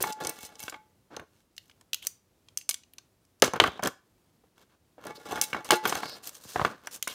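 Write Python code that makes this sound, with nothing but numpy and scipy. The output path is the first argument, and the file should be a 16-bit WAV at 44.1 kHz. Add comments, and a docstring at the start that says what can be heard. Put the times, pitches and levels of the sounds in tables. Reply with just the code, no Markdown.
"""A hand picks a metal utility knife out of clutter on a desk, works its slider and lays it down,
then drags a small tool on a keyring chain from under an empty can, in a quiet room close to a phone.
Knocks and ticks are short noisy contacts that ring desk, knife shell and steel modes; scrapes are
gritty friction noise with loose parts tapping along, and skids are narrow bands of noise.
The can rings when bumped and hums when rubbed; a short reverb and room tone lie behind."""
import sys
import numpy as np
from scipy import signal
from scipy.fft import rfft, irfft, next_fast_len
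from scipy.io import wavfile
from scipy.ndimage import uniform_filter1d

SR = 44100
rng = np.random.default_rng(int(sys.argv[2]) if len(sys.argv) > 2 else 0)


def linear_from_db(decibels):
    """Turn decibels (scalar or array-like) into linear amplitude factors; 0 gives 1."""
    return 10 ** (np.asarray(decibels, float) / 20)


def materialize(psi):
    """Save the field psi as 16-bit PCM at rate SR to the path in sys.argv[1].

    A 1-D psi becomes a single channel; in a 2-D psi each row is a channel.
    """
    bounded = np.clip(np.atleast_2d(psi).T, -1, 1)
    quanta = np.round(bounded * 32767).astype(np.int16)
    wavfile.write(sys.argv[1], SR, quanta)


N = 314874  # samples, about 7.1 s
SPOT_DB = 3.5  # how unevenly a blow reaches the modes


def evened(x):
    """Scales to rms 1."""
    return x / np.sqrt(np.mean(x ** 2) + 1e-20)


def peaked(x, db):
    """Scales to a peak level."""
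    return linear_from_db(db) * x / (abs(x).max() + 1e-12)


def read(points, hz):
    """Reads a curve of (Hz, value) points on a log-frequency axis."""
    f, value = np.transpose(points)
    return np.interp(np.log(hz + 1), np.log(f + 1), value)


def add(mix, s, sound):
    """Adds a sound at s seconds."""
    part = mix[max(round(s * SR), 0):][:len(sound)]
    part += sound[:len(part)]


def coloured(x, gain):
    """Filters by a gain given as a function of Hz."""
    size = next_fast_len(len(x))
    spectrum = rfft(x, size) * gain(np.fft.rfftfreq(size, 1 / SR))
    return irfft(spectrum, size)[:len(x)]


def band(x, lo_hz, hi_hz):
    """Causal band-pass."""
    sos = signal.butter(2, [lo_hz, min(hi_hz, .45 * SR)], "band", fs=SR, output="sos")
    return signal.sosfilt(sos, x)


def ring(modes, t, luck, centre_hz, octaves, spot_db):
    """Impulse response of a struck thing; the spot that is hit sets how much each mode gets."""
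    hz, db, t60 = np.transpose(modes)[:, :, None]
    near_db = -3 * (np.log2(hz / centre_hz) / octaves) ** 2
    spot = luck[:len(modes), None]
    decay_db = -60 * t / np.maximum(t60, .003)
    level = linear_from_db(db + near_db + spot_db * spot + decay_db)
    detuned_hz = hz * (1 + 0.0093 * spot)
    return (level * np.sin(2 * np.pi * detuned_hz * t)).sum(0)


def blow(modes, luck, db, centre_hz, t60, crack_db, octaves, rise, longest, lowest_hz):
    """A rough contact that dies fast: it sounds itself and drives the modes, damped by the hand."""
    t = np.arange(4096) / SR
    contact = luck * np.minimum(t / rise, 1) * linear_from_db(-60 * t / max(t60, .002))
    crack = band(contact, centre_hz / 2 ** octaves, centre_hz * 2 ** octaves)
    held = ring(modes, t, luck[::-1], centre_hz, octaves, spot_db=SPOT_DB) * linear_from_db(-60 * t / longest)
    chatter = signal.fftconvolve(contact, held)[:len(t)]
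    rung = peaked(held, 0) + peaked(chatter, -3)  # first touch, then the chatter after it
    both = peaked(rung, 0) + peaked(crack, crack_db)
    return contact, peaked(band(both, lowest_hz, 14000), db)


# Something lands on the desk or the clutter.
# Each row: start in seconds, peak in dB, centre in Hz, desk thud in dB re that peak.
KNOCKS = [(.004, -23.5, 395, -11.5), (.039, -14.5, 1340, -16), (.223, -35, 380, -15),
          (0.25, -29.5, 387, -4.5), (0.271, -29.5, 358, -20), (0.434, -40.5, 870, 1.5),
          (0.637, -40, 1630, -0.5), (0.681, -21.5, 2160, -45), (0.724, -29, 1445, -18),
          (.743, -30, 1670, -31), (1.169, -27.5, 456, -16), (1.196, -28.5, 1075, -11),
          (1.697, -49, 1250, -27), (1.812, -49, 848, -24.5), (2.485, -52, 1950, -28),
          (2.692, -26, 2200, -38), (2.983, -49, 1080, -31), (3.425, -3, 460, -34), (3.424, -6, 1400, -40),
          (3.44, -14, 1620, -31), (3.479, -17, 444, -18.5), (3.536, -15, 540, -25.5),
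          (3.6, 2.5, 1400, -21.5), (3.616, -10.5, 410, -14), (3.639, -6, 865, -19), (3.679, -19, 740, -7.5),
          (3.794, -24, 791, -13), (3.828, -25, 656, -23), (3.838, -22.5, 940, -20), (3.873, -19, 950, -27),
          (4.438, -50, 377, -13), (4.981, -37.5, 369, -29), (5.056, -30.5, 367, -29.5),
          (5.177, -40, 347, -20), (5.328, -18, 577, -65), (5.375, -23.5, 1120, -12), (5.53, -15, 1510, -16),
          (5.546, -17, 884, -23), (5.565, -24, 910, -18.5), (5.706, 0, 1180, -41.5), (5.722, -14, 338, -43),
          (5.854, -8.5, 1006, -46), (5.924, -13, 945, -20), (5.953, -19.5, 980, -21),
          (6.032, -18.5, 936, -51), (6.451, -37, 436, -2), (6.559, -11.5, 713, -18),
          (6.596, -10.5, 670, -22), (6.615, -13, 696, -9.5), (6.649, -3, 1260, -28),
          (6.873, -21, 1430, -35.5), (7.074, -17, 1660, -37)]
# Knife shell and desk top. Each row: mode in Hz, level in dB, undamped t60 in seconds.
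BODY = [(358, 5, 0.037), (460, 11.5, 0.021), (750, -1, 0.025), (800, -1, 0.044), (1045, 1, 0.04),
        (1200, 12.5, 0.013), (1416, -5.5, 0.15), (1537, 5.5, 0.049), (1723, -5, 0.071), (2260, -13, 0.013),
        (2200, 0, 0.11), (2760, 2.5, 0.049)]
KNOCK_T60_S, KNOCK_DULL = 0.03, 0.26  # contact t60 at 1 kHz; duller knocks last longer by this power


def knocks():
    """Dull blows: shell and desk modes over a low thud."""
    out = np.zeros(N)
    for (s, db, hz, thud_db), luck in zip(KNOCKS, rng.standard_normal((len(KNOCKS), 4096))):
        t60 = KNOCK_T60_S * (hz / 1000) ** -KNOCK_DULL
        contact, knock = blow(BODY, luck, db, hz, t60, crack_db=-5, octaves=0.66,
                              rise=0.00022, longest=.07, lowest_hz=312)
        thud = band(band(contact, 60, 320), 47, 640)
        add(out, s, knock + peaked(thud, db + thud_db))
    return out


# Metal meets metal: slider, blade, ring, chain.
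# Each row: start in seconds, peak in dB, centre in Hz, sparkle in dB re that peak.
TICKS = [(.0258, -15, 9290, 7), (.071, -28.5, 6040, -22.5), (0.102, -38.5, 6300, -20.5),
         (0.1243, -22.5, 5800, -18), (0.1287, -27, 5440, -17.5), (0.2022, -41, 2880, 1),
         (0.2377, -28, 6200, -12), (0.2488, -19, 4680, -16), (0.2703, -15, 6300, -20),
         (0.2943, -16.5, 8700, -1.5), (0.4502, -27, 6440, -19.5), (0.5549, -34.5, 4570, -20),
         (0.594, -29, 5300, -14), (0.6362, -25, 6750, -6.5), (0.6969, -24, 6060, -18.5),
         (1.1652, -25.5, 4000, -17), (1.1976, -40, 3050, -7), (1.5657, -39.5, 6030, -19),
         (1.5795, -26.5, 3430, -9), (1.697, -43.5, 2960, -18), (1.7124, -48.5, 2860, -31),
         (1.811, -44, 6200, -32), (1.932, -13, 3444, -10.5), (1.944, -15, 3870, -4.5),
         (2.0257, -35.5, 3180, -3.5), (2.0693, -10, 6050, -4), (2.4856, -40.5, 3250, -24.5),
         (2.5734, -12.5, 6550, -25), (2.5857, -37, 3280, 3), (2.612, -37.5, 3290, -29),
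         (2.6914, -9, 6220, -16), (2.7102, -14, 3100, -13.5), (2.7423, -17.5, 5600, -20),
         (2.835, -43, 3230, -33), (2.9352, -43.5, 2800, 4), (2.983, -30.5, 4300, -17),
         (3.251, -50.5, 6400, -17), (3.3991, -49.5, 6534, -17), (3.4217, 2, 4000, -12.5),
         (3.4439, -14, 5170, -15.5), (3.4776, -23.5, 3500, -25), (3.5354, -24.5, 5700, -12),
         (3.561, -28.5, 3170, -9), (3.6002, 1.5, 2460, -28.5), (3.6386, -14, 2400, -21.5),
         (3.6745, -23.5, 2550, -11.5), (3.8247, -32, 3500, -5), (3.8351, -15.5, 6050, -9),
         (3.8496, -23.5, 5840, -24), (3.858, -19.5, 2840, -9.5), (3.8726, -14.5, 6400, -13),
         (5.013, -57, 5560, 0.5), (5.0512, -42, 4200, 1.5), (5.0676, -33.5, 5200, -2),
         (5.0825, -45, 2920, -2), (5.317, -30.5, 3950, -12.5), (5.4134, -6, 6070, -5.5),
         (5.6458, -28, 6260, -8.5), (5.7074, -3.5, 5800, -14.5), (5.7179, -9.5, 3260, -11),
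         (5.7551, -27.5, 6000, -25), (5.8537, -17.5, 2930, -7), (5.8736, -24, 4040, -4.5),
         (5.8944, -18.5, 5280, -11), (5.9253, -20.5, 2900, -11.5), (5.9501, -29, 2925, -14.5),
         (6.0316, -38, 3040, -20), (6.2602, -39, 4790, -8.5), (6.2724, -24, 4800, -10),
         (6.2923, -28, 6550, -23), (6.3514, -31.5, 6300, -21), (6.6512, -29, 2640, -30),
         (6.859, -41, 5960, -14.5), (6.8713, -21.5, 6800, -10), (7.026, -12, 4615, -7),
         (7.076, -15.5, 7100, -5.5)]
# Blade and small steel parts. Each row: mode in Hz, level in dB, undamped t60 in seconds.
STEEL = [(3000, -6, 0.026), (3250, 6, 0.012), (4200, -7.5, 0.0054), (5230, -16.5, 0.0065),
         (6040, -12.5, 0.023), (6220, 5, 0.01), (7160, 0, 0.0083), (7700, -19, 0.005), (9030, -2.5, 0.025),
         (9900, -14.5, 0.016), (11600, -4.5, 0.048), (12000, 0.5, 0.043), (12700, -9, .01)]
TICK_T60_S = 0.016  # contact t60


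def ticks():
    """Bright blows: short steel modes, with a sparkle on top."""
    out = np.zeros(N)
    for (s, db, hz, sparkle_db), luck in zip(TICKS, rng.standard_normal((len(TICKS), 4096))):
        contact, tick = blow(STEEL, luck, db, hz, TICK_T60_S, crack_db=0.0, octaves=0.6,
                             rise=0.00044, longest=0.026, lowest_hz=1400)
        sparkle = band(band(contact, 9500, 15500), 9500, 15500)
        add(out, s, tick + peaked(sparkle, db + sparkle_db))
    return out


def stroke(t, start, end, rise, fall, fade_db):
    """0 to 1 and back: rubbing rises over the given time, tires and lets go over the given fall time."""
    tiring = linear_from_db(-fade_db * np.clip((t - start) / max(end - start, .005), 0, 1))
    letting_go = np.clip((end - t) / fall + .5, 0, 1) ** 2
    return np.clip((t - start) / rise, 0, 1) * letting_go * tiring


def patchy(x, db):
    """The colour shifts in patches as other spots of the surfaces meet."""
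    z = signal.stft(x, nperseg=256)[2]
    over_time = uniform_filter1d(rng.standard_normal(z.shape[::-1]), size=8, axis=0)
    patches = uniform_filter1d(over_time, size=4, axis=1)
    return signal.istft(z * linear_from_db(db * evened(patches).T), nperseg=256)[1][:len(x)]


JINGLES_PER_S, JINGLE_SPREAD_DB = 90, 5.5
JINGLE_RING_S = .045  # longest t60 of a tap


def jingle():
    """Loose parts tap at random, each spot with its own share of the modes."""
    t, modes, out = np.arange(2048) / SR, BODY + STEEL + CAN, np.zeros(N)
    sizes = linear_from_db(JINGLE_SPREAD_DB * np.minimum(rng.exponential(1, N), 3))
    taps = sizes * (rng.random(N) < JINGLES_PER_S / SR)
    spot = rng.integers(0, 8, N)
    for k, luck in enumerate(rng.standard_normal((8, len(modes)))):
        tap = ring(modes, t, luck, 3100, 1.3, spot_db=SPOT_DB) * linear_from_db(-60 * t / JINGLE_RING_S)
        out += signal.oaconvolve(taps * (spot == k), tap / np.linalg.norm(tap))[:N]
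    return evened(out)


# Things slide and shuffle, or rattle on after a blow, one row each.
# Each row: start in seconds, end in seconds, level in dB ahead of the layer levels, brightness in dB.
SCRAPES = [(0, .042, -39.5, 6.5), (.041, .119, -44.5, 0), (.152, .22, -62.5, -9), (.208, .319, -45.5, -1.5),
           (.304, .403, -56.5, 2), (.395, .479, -53.5, 7), (.47, .584, -63, -1.5), (.577, .718, -56, 6),
           (.715, .769, -56.5, -5), (1.1, 1.169, -55.5, -11.5), (1.157, 1.248, -72, -25),
           (1.302, 1.436, -75, 1), (1.572, 1.724, -79, 5), (1.952, 1.994, -73.5, -0.5),
           (2.013, 2.082, -58, 5.5), (2.568, 2.636, -72.5, 10), (2.691, 2.708, -39, 12),
           (2.726, 2.749, -49.5, 6), (3.417, 3.484, -29.5, -3), (3.532, 3.585, -43, -13),
           (3.592, 3.687, -36, -8), (3.68, 3.797, -56.5, -8.5), (3.795, 3.822, -56.5, -12),
           (3.829, 3.89, -36, -8.5), (4.435, 4.5, -82, -7), (4.55, 4.65, -66.5, -2.5),
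           (4.68, 4.757, -69.5, -5.5), (4.981, 5.043, -68, -13), (5.031, 5.126, -52, -6.5),
           (5.146, 5.17, -53, 6.5), (5.172, 5.266, -66.5, 1.5), (5.245, 5.337, -49.5, -2.5),
           (5.311, 5.413, -45, -3), (5.407, 5.456, -44, 10), (5.449, 5.528, -59, 5.5),
           (5.526, 5.546, -42.5, -4), (5.546, 5.611, -50, -9.5), (5.646, 5.716, -50, -0.5),
           (5.714, 5.751, -28.5, -1.5), (5.757, 5.772, -45, 6.5), (5.827, 5.89, -35.5, -5.5),
           (5.877, 5.923, -37.5, 1.5), (5.932, 6.009, -40.5, -1), (5.993, 6.077, -45.5, -3.5),
           (6.052, 6.193, -54, 0), (6.223, 6.304, -54.5, 8.5), (6.318, 6.392, -62, 8.5),
           (6.395, 6.474, -67.5, 11), (6.468, 6.574, -55.5, 6), (6.54, 6.684, -45, -8),
           (6.56, 6.73, -69.5, 7), (6.651, 6.752, -53.5, -12.5), (6.832, 6.892, -62.5, -5),
           (6.904, 6.975, -53, 9), (7.028, 7.07, -62, 5.5), (7.069, 7.147, -48, 2.5)]
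# The hand moving among the clutter late on: one long stroke, columns as in SCRAPES.
SHUFFLE = (5, 7, -65.5, -4.5)
# Colour of sliding. Each row: frequency in Hz, level in dB per Hz.
DRAG = [(24, -46), (40, -30.5), (168, -4.5), (406, -3), (438, 2), (564, 2), (656, -3), (1710, -1),
        (1990, -11), (4230, -10.5), (11900, -29), (15300, -24.5), (16500, -53)]
# Rumble, drag, rasp and hiss of a stroke of even brightness: one level in dB for each.
LAYER_DB = (-6.5, 1, -0.5, -1)
# How far each of those layers follows the brightness: dB per dB.
LAYER_STEP = (-1, -0.7, .55, 1.5)
JINGLE_DB = -4.5  # taps re the friction


def friction():
    """Tiny uneven catches roughen smooth noise; the parts ring along and loose ones tap."""
    t = np.arange(2048) / SR
    catches = linear_from_db(1.0 * np.minimum(rng.exponential(1, N), 3)) * (rng.random(N) < 300 / SR)
    lumps = signal.lfilter([1], [1, -np.exp(-1 / (0.0023 * SR))], catches)
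    rough = (1 + 0.79 * evened(lumps)) * rng.standard_normal(N)
    grit = coloured(rough, lambda hz: linear_from_db(read(DRAG, hz)))
    parts = BODY + STEEL
    rattle = ring(parts, t, np.zeros(len(parts)), 1700, 2.3, spot_db=0)
    ringing = evened(signal.oaconvolve(grit, rattle)[:N])
    return patchy(evened(grit) + linear_from_db(-10.5) * ringing + linear_from_db(JINGLE_DB) * jingle(), db=1.0)


def scrapes():
    """Sliding and rattling: one friction noise in four bands that follow each stroke's brightness."""
    t = np.arange(N) / SR
    grit = friction()
    slow = t[::32]  # envelopes need fewer points
    rows = SCRAPES + [SHUFFLE]
    blows = np.array([row[0] for row in KNOCKS + TICKS])
    strokes = []
    for start, end, _, _ in rows:
        nearest = blows[abs(blows - start).argmin()]
        # a blow close by sets the stroke off at once; otherwise it swells
        begin, rise = (nearest, .003) if abs(nearest - start) < .012 else (start, .03)
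        strokes.append(stroke(slow, begin, end, rise, fall=0.032, fade_db=1.5))
    strokes = np.array(strokes)
    out = np.zeros(N)
    level_db, brightness = np.transpose(rows)[2:]
    edges_hz = [(60, 400), (400, 2500), (2500, 7000), (7000, 16500)]
    for (lo, hi), layer_db, step in zip(edges_hz, LAYER_DB, LAYER_STEP):
        layer = evened(coloured(grit, lambda hz: 1 / (1 + (lo / (hz + 1)) ** 6) / (1 + (hz / hi) ** 6)))
        envelope = linear_from_db(level_db + layer_db + step * brightness) @ strokes
        out += layer * np.interp(t, slow, envelope)
    return out


# One part drags on another and sings in a narrow band. Each row: start in seconds, end in seconds,
# centre in Hz, distance in Hz from the centre to half gain, level in dB.
SKIDS = [(2.018, 2.049, 3260, 500, -46), (3.627, 3.82, 3400, 600, -54), (5.152, 5.18, 4360, 880, -48.5),
         (5.873, 5.885, 13600, 900, -28.5), (6.001, 6.187, 4640, 800, -43.5),
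         (6.271, 6.279, 13200, 813, -33), (6.424, 6.58, 5600, 1200, -54), (7.034, 7.06, 7160, 420, -51.5),
         (7.02, 7.078, 3940, 413, -55), (7.072, 7.14, 3370, 800, -44)]


def skids():
    """Friction noise inside one resonance, swelling and fading."""
    out = np.zeros(N)
    for (start, end, centre_hz, width, db), noise in zip(SKIDS, rng.standard_normal((len(SKIDS), SR // 4))):
        sung = evened(coloured(noise, lambda hz: 1 / (1 + ((hz - centre_hz) / width) ** 4)))
        sung = sung[:round((end - start) * SR)]
        add(out, start, linear_from_db(db) * sung * signal.windows.tukey(len(sung), .6))
    return out


# Thin wall of the can. Each row: mode in Hz, level in dB, undamped t60 in seconds.
CAN = [(845, -8, .3), (861, 0, .4), (1986, -14, .6), (355, -3, .18), (2230, -7, .12), (490, -10, .15),
       (1184, -8, .1), (1427, -8, .12), (1728, -12, .12), (2700, -12, .12), (3020, -16, .1),
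       (3550, -14, .12), (3920, -17, .15), (4150, -14, .15), (5300, -14, .14), (6200, -17, .1)]
# The can is bumped. Each row: start in seconds, peak of its ring in dB, Hz around which it is set
# going, spread in octaves.
CAN_BUMPS = [(.005, -30, 400, 0.31), (.039, -27.5, 1070, 0.65), (.065, -23.5, 836, 0.42),
             (0.226, -34, 360, 0.46), (.25, -29.5, 1500, 1.7), (.742, -46, 1200, 0.9),
             (5.528, -38, 3800, 0.8), (5.707, -15.5, 880, 1.7), (5.72, -15.5, 362, 0.524),
             (5.854, -38, 900, 0.99)]
# Sliding things touch the can. Each row: start in seconds, end in seconds, hum in dB re the sliding.
CAN_RUBBED = [(0, 0.774, -7), (5.051, 5.63, -8.5), (5.685, 5.8, -4), (5.864, 6.3, -16)]
CAN_HUM_HZ, CAN_HUM_OCTAVES = 4000, 1.3  # rubbing favours the wall's upper modes
CAN_HUM_S = .2  # longest t60 of the wall while things lean on it


def can(sliding):
    """The empty can rings on after each bump and hums while things slide along it."""
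    t, out = np.arange(SR // 2) / SR, np.zeros(N)
    even = np.zeros(len(CAN))  # no spot is favoured
    for s, db, hz, octaves in CAN_BUMPS:
        bump = ring(CAN, t, even, hz, octaves, spot_db=0) * np.minimum(t / 0.001, 1)
        add(out, s, peaked(bump, db))
    touching = np.zeros(N)
    for start, end, db in CAN_RUBBED:
        touching += linear_from_db(db) * stroke(np.arange(N) / SR, start, end, rise=.01, fall=.05, fade_db=0)
    wall = ring(CAN, t, even, CAN_HUM_HZ, CAN_HUM_OCTAVES, spot_db=0)
    wall = wall * linear_from_db(-60 * t / CAN_HUM_S)  # partly damped by what leans on it
    return out + signal.oaconvolve(sliding * touching, wall / np.linalg.norm(wall))[:N]


# Reverb of the room. Each row: frequency in Hz, t60 in seconds.
ROOM = [(200, 0.21), (1000, 0.31), (4000, 0.3), (12000, 0.2)]


def room(x):
    """Sparse taps of random sign, each band dying at its own speed."""
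    taps = np.zeros(SR // 2)
    at = np.arange(200, len(taps) - 20, 20)
    taps[at + rng.integers(0, 20, len(at))] = rng.choice([-1., 1.], len(at))
    hz, t, z = signal.stft(taps, SR, nperseg=256)
    dying = linear_from_db(-60 * t / read(ROOM, hz)[:, None])
    tail = signal.istft(z * dying, SR, nperseg=256)[1]
    return signal.oaconvolve(x, tail / np.linalg.norm(tail))[:N]


# Colour of the room tone. Each row: frequency in Hz, relative level in dB per Hz.
AIR = [(12, -52), (20, -18), (32, -13), (92, -1), (132, -5), (354, -8), (408, -11), (1980, -24),
       (2850, -24.5), (3780, -25), (6460, -26.5), (15000, -29.5), (16800, -30)]
AIR_DB = -67  # rms around which it wavers


def air():
    """Room tone and microphone hiss: coloured noise, wavering a little."""
    sway_db = 1.0 * evened(uniform_filter1d(rng.standard_normal(N), 6000))
    tone = evened(coloured(rng.standard_normal(N), lambda hz: linear_from_db(read(AIR, hz))))
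    return linear_from_db(AIR_DB + sway_db) * tone


def scene():
    """All handling, the can, the room and its tone."""
    sliding = scrapes()
    near = knocks() + ticks() + sliding + skids() + can(sliding)
    return (near + linear_from_db(-17.5) * room(near) + air())[None]


def low_pass(x):
    """Removes everything above the highest recorded frequency."""
    return signal.sosfilt(signal.butter(12, 16990, fs=SR, output="sos"), x)


# Microphone response. Each row: frequency in Hz, gain in dB.
MICROPHONE = [(20, -20.5), (45, -2), (90, -2), (14000, -2.5), (15600, -3.5), (16400, -13)]


def record(dry):
    """Microphone colour, then a soft overload that flattens the loudest blows."""
    ceiling = .95
    heard = coloured(dry[0], lambda hz: linear_from_db(read(MICROPHONE, hz)))[None]
    mix = ceiling * np.tanh(heard / ceiling)
    return low_pass(mix)


dry = scene()
out = record(dry)
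materialize(out)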